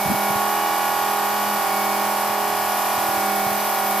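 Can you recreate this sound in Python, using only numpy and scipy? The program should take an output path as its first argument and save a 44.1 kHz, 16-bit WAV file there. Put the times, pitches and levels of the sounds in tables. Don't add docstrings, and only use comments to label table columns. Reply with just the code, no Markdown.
import sys
import numpy as np
from scipy import signal
from scipy.fft import rfft, irfft, next_fast_len
from scipy.io import wavfile
from scipy.ndimage import uniform_filter1d, map_coordinates

SR = 44100
rng = np.random.default_rng(int(sys.argv[2]) if len(sys.argv) > 2 else 0)


def store_wav(level_fs):
    pcm = np.round(np.clip(np.atleast_2d(level_fs), -1, 1) * 32767)
    wavfile.write(sys.argv[1], SR, pcm.T.astype(np.int16))


N = 176400

# (time [s], speed [rev/s])
SHAFT_HZ = [(0.0, 40.72), (0.28, 40.8), (0.45, 41.06), (0.65, 41.2), (0.87, 41.13), (1.02, 40.99),
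            (1.27, 40.91), (1.47, 41.4), (1.68, 40.77), (1.9, 40.7), (2.05, 40.96), (2.77, 41.07),
            (3.08, 40.93), (3.2, 40.7), (3.44, 40.56), (3.63, 41.04), (3.9, 40.63), (4.0, 40.77)]
# (shaft order, level [dB rms])
STEADY_ORDERS_DB = [(8, -43), (9, -46), (10, -38.5), (13, -48), (14, -41), (16, -40), (21, -44), (23, -43),
                    (24, -35.5), (25, -44), (26, -48), (28, -39), (30, -41), (31, -45), (32, -50),
                    (35, -37.5), (36, -48), (37, -47), (40, -50), (41, -44), (43, -50), (44, -50),
                    (45, -45), (47, -48), (50, -49), (58, -50), (60, -48), (65, -51), (75, -52)]
SWELLING_ORDERS_DB = { 5: [(0, -35.5), (.35, -35), (.6, -42), (.95, -45), (1.55, -35), (1.65, -49),
                      (1.75, -36.5), (2, -37), (2.55, -42), (3.1, -42), (3.28, -35), (3.55, -36),
                      (3.75, -43), (3.93, -36)], 15: [(0, -34.5), (.6, -40.5), (1.55, -40), (1.7, -36.5)],
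                      17: [(0, -37.5), (1.5, -47), (3.4, -37.5)], 18: [(.2, -40), (.4, -33), (1.5, -34),
                      (1.85, -41), (2.1, -35), (2.75, -31), (3.05, -34), (3.2, -43), (3.6, -38)],
                      19: [(.3, -31), (.65, -40), (1.2, -32.5), (1.42, -43), (1.67, -27.5), (2.8, -36),
                      (3.15, -27), (3.45, -26.5), (3.62, -32), (3.8, -27.5)], 20: [(0, -30), (.55, -26.5),
                      (1, -27), (1.8, -30), (3, -30.3), (3.5, -32.7)], 22: [(0, -36), (.95, -33),
                      (1.9, -37.5), (2.1, -32.5), (3.4, -41), (3.7, -34.5), (3.99, -42)], 27: [(0, -42),
                      (.4, -27.5), (.65, -30.5), (2.85, -32.5), (3.4, -35), (3.99, -33.5)], 55: [(0, -36.5),
                      (.3, -37.5), (.42, -46), (.72, -39.5), (1.05, -44.5), (1.65, -43), (1.78, -36),
                      (2.2, -44), (3.08, -47), (3.2, -40), (3.47, -38.5), (3.56, -45), (3.9, -40)],
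                      70: [(.1, -49), (.6, -40.5), (1.15, -45), (1.55, -42.5), (1.78, -48), (2.2, -44.5),
                      (3.1, -45), (3.43, -56), (3.57, -44), (4, -51)]}
# (frequency [Hz], delay [s])
BODY_DELAY_S = [(345, .063), (500, .047), (690, .05), (750, .0405), (880, .037), (960, .027), (1080, .032),
                (1130, .022), (2600, .11)]
# (frequency [Hz], left minus right [dB])
BODY_BALANCE_DB = [(200, 0.5), (400, -5), (600, -1), (800, -5.5), (950, -1), (1150, -.5), (1450, -2),
                   (3000, -2.5)]
# (frequency [Hz], level per order [dB rms])
BUZZ_DB = [(125, -71), (500, -51.5), (1350, -72), (1800, -55.5), (2400, -56), (2750, -61), (3400, -54.5),
           (4000, -63), (4900, -54.5), (6500, -64), (8600, -60.5)]
# (frequency [Hz], share unrelated between channels)
BUZZ_SPREAD = [(1000, 0.72), (4000, 0.22), (6000, 0.8)]
# (frequency [Hz], relative density [dB])
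HISS_SPECTRUM_DB = [(800, -31), (2000, -7.5), (3200, -12), (4900, -7.5), (6300, -8), (9000, -8.5),
                    (10500, -3.5), (12000, -2), (13500, 2)]
# (frequency [Hz], left-right correlation)
HISS_CORRELATION = [(4000, 0.86), (5200, -0.074), (7800, -0.076), (10700, 0.13), (13000, -0.12)]
# (frequency [Hz], boost [dB])
HISS_PEAKS_DB = [(3900, 3), (5950, 3), (10200, 2), (10850, 2.5), (12800, 2.5), (14050, 3)]
# (time [s], level [dB rms])
HISS_LEVEL_DB = [(2.2, -24.2), (2.35, -25.5), (2.8, -22.6), (3.3, -23.7)]
# (frequency [Hz], relative density [dB])
RUSH_SPECTRUM_DB = [(25, -40), (60, -16.5), (110, -13), (300, -13), (580, -16.5), (680, -4), (930, -7.5),
                    (1120, -2.5), (1330, -8.5), (1850, -9), (2100, -17), (2350, -8.5), (2750, -16),
                    (4000, -18), (15000, -33)]
# (frequency [Hz], left-right correlation)
RUSH_CORRELATION = [(150, 0.29), (400, 0.65), (2200, 0.19), (4000, 0.95)]
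# (time [s], peak gain [dB], pitch [Hz])
HAND_BUMPS = [(.056, -27, 170), (.079, -31, 100), (.096, -25, 210), (.112, -26, 240), (.138, -31, 140),
              (.3, -32, 150), (.354, -33, 120), (2.295, -40, 130), (2.975, -39, 110), (3.086, -37, 130),
              (3.17, -41, 90), (3.464, -34, 130), (3.51, -39, 120)]
# (frequency [Hz], relative density [dB])
RUSTLE_SPECTRUM_DB = [(25, -20), (90, -10), (280, -1), (600, -37)]
# (frequency [Hz], left-right correlation)
RUSTLE_CORRELATION = [(100, -0.13)]

STROKES_PER_REV = 5


def amp(db):
    return 10 ** (np.asarray(db) / 20)


def unit_rms(x):
    return x / np.sqrt(np.mean(x ** 2) + 1e-20)


def at_hz(rows, hz):
    knots_hz, values = np.transpose(rows)
    return np.interp(np.log(hz + 1), np.log(knots_hz + 1), values)


def curve(rows):
    return np.interp(np.arange(N) / SR, *np.transpose(rows))


def wobble(knots_per_s):
    grid_s = np.linspace(0, N / SR, 400)
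    slow = map_coordinates(rng.standard_normal(256), [grid_s * knots_per_s], mode="wrap")
    return np.interp(np.arange(N) / SR, grid_s, slow)


def filtered(x, response):
    size = next_fast_len(N + SR // 2)
    return irfft(rfft(x, size) * response(np.fft.rfftfreq(size, 1 / SR)), size)[..., :N]


def noise(spectrum_db, correlation):
    def response(hz):
        width_rad = np.arccos(at_hz(correlation, hz)) / 2
        return amp(at_hz(spectrum_db, hz)) * [np.cos(width_rad), np.sin(width_rad)]
    mid, side = filtered(rng.standard_normal((2, N)), response)
    return unit_rms(np.array([mid + side, mid - side]))


def tone(phase_rad):
    return np.sqrt(2) * np.sin(phase_rad)


def body_pan(hz):
    return amp(at_hz(BODY_BALANCE_DB, hz) * np.array([[.5], [-.5]]))


def body_hum(revs, mean_hz, wander_db=1.5, wander_rad=.27, knots_per_s=4.5):
    levels = [(order, db + wander_db * wobble(knots_per_s)) for order, db in STEADY_ORDERS_DB]
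    levels += [(order, curve(rows)) for order, rows in SWELLING_ORDERS_DB.items()]
    between_orders_hz = abs(np.arange(100) - .5) * mean_hz
    lag_cycles = np.cumsum(at_hz(BODY_DELAY_S, between_orders_hz)) * mean_hz
    out = np.zeros((2, N))
    for order, db in levels:
        phase_rad = 2 * np.pi * (order * revs - lag_cycles[order]) + wander_rad * wobble(knots_per_s)
        out += amp(db) * tone(phase_rad) * body_pan(order * mean_hz)
    return out


def body_buzz(revs, mean_hz, decay_s=.003, drift=.69, orders=210, size=4096, shapes=12):
    order_hz = np.arange(orders) * mean_hz
    stroke_phase = np.arange(size) * STROKES_PER_REV / size % 1
    knocks = np.exp(-stroke_phase / (STROKES_PER_REV * mean_hz * decay_s))
    rattle = rng.standard_normal((3, 1, size)) + drift * rng.standard_normal((3, shapes, size))
    spectra = rfft(rattle * knocks)[..., :orders]
    spread = at_hz(BUZZ_SPREAD, order_hz)
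    spectra = np.sqrt(1 - spread) * spectra[0] + np.sqrt(spread) * spectra[1:]
    flattened = unit_rms(abs(spectra) ** .5) * np.exp(1j * np.angle(spectra))
    spectra = flattened * amp(at_hz(BUZZ_DB, order_hz))
    hum_orders = [order for order, _ in STEADY_ORDERS_DB] + list(SWELLING_ORDERS_DB)
    spectra[..., [0] + hum_orders] = 0
    wavetables = irfft(spectra, size) * size / np.sqrt(2)
    position = [np.linspace(0, shapes - 1, N), revs % 1 * size]
    return np.array([map_coordinates(side, position, order=1, mode="grid-wrap") for side in wavetables])


def patchy(x, depth_db):
    spectra = signal.stft(x, nperseg=1024)[2]
    field = uniform_filter1d(rng.standard_normal(spectra.shape[1:]), size=4, axis=0)
    field = uniform_filter1d(field, size=90, axis=1)
    return signal.istft(spectra * amp(depth_db * unit_rms(field)), nperseg=1024)[1][:, :N]


def stroke_hiss(revs, mean_hz, decay_s=.0028, spit_db=4.5, scatter_db=1.5, lag_strokes=.34):
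    def resonances(hz, width_hz=220):
        return amp(sum(db * np.exp(-((hz - peak_hz) / width_hz) ** 2) for peak_hz, db in HISS_PEAKS_DB))
    strokes = revs * STROKES_PER_REV - lag_strokes + 1
    strength = amp(spit_db + scatter_db * rng.standard_normal(1024))[strokes.astype(int)]
    flare = 1 + strength * np.exp(-(strokes % 1) / (STROKES_PER_REV * mean_hz * decay_s))
    jet = filtered(noise(HISS_SPECTRUM_DB, HISS_CORRELATION), resonances)
    return amp(curve(HISS_LEVEL_DB)) * unit_rms(flare * patchy(jet, depth_db=1.7))


def body_growl(shaft_hz, centre_hz=715, half_width_hz=60, base_db=-42, db_per_hz=13):
    rough = filtered(rng.standard_normal(N), lambda hz: 1 / (1 + ((hz - centre_hz) / half_width_hz) ** 2))
    level_db = base_db + db_per_hz * (shaft_hz - shaft_hz.mean())
    return amp(level_db) * unit_rms(rough) * body_pan(centre_hz)


def machine_rush(level_db=-32.5):
    return amp(level_db) * noise(RUSH_SPECTRUM_DB, RUSH_CORRELATION)


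def hand_bumps(rise_s=.0055, rustle_db=-1):
    rustle = amp(rustle_db) * noise(RUSTLE_SPECTRUM_DB, RUSTLE_CORRELATION)
    out = np.zeros((2, N))
    for start_s, db, hz in HAND_BUMPS:
        age_s = np.maximum(np.arange(N) / SR - start_s, 0)
        envelope = age_s / rise_s * np.exp(1 - age_s / rise_s)
        out += amp(db) * envelope * (tone(2 * np.pi * hz * age_s) + rustle)
    return out


def scene(flutter_revs=.00077):
    shaft_hz = curve(SHAFT_HZ)
    mean_hz = shaft_hz.mean()
    revs = np.cumsum(shaft_hz) / SR + flutter_revs * wobble(knots_per_s=25)
    drone = body_hum(revs, mean_hz) + body_buzz(revs, mean_hz) + stroke_hiss(revs, mean_hz)
    return drone + body_growl(shaft_hz) + machine_rush() + hand_bumps()


def record(dry):
    return filtered(dry, lambda hz: hz < 14280)


dry = scene()
out = record(dry)
store_wav(out)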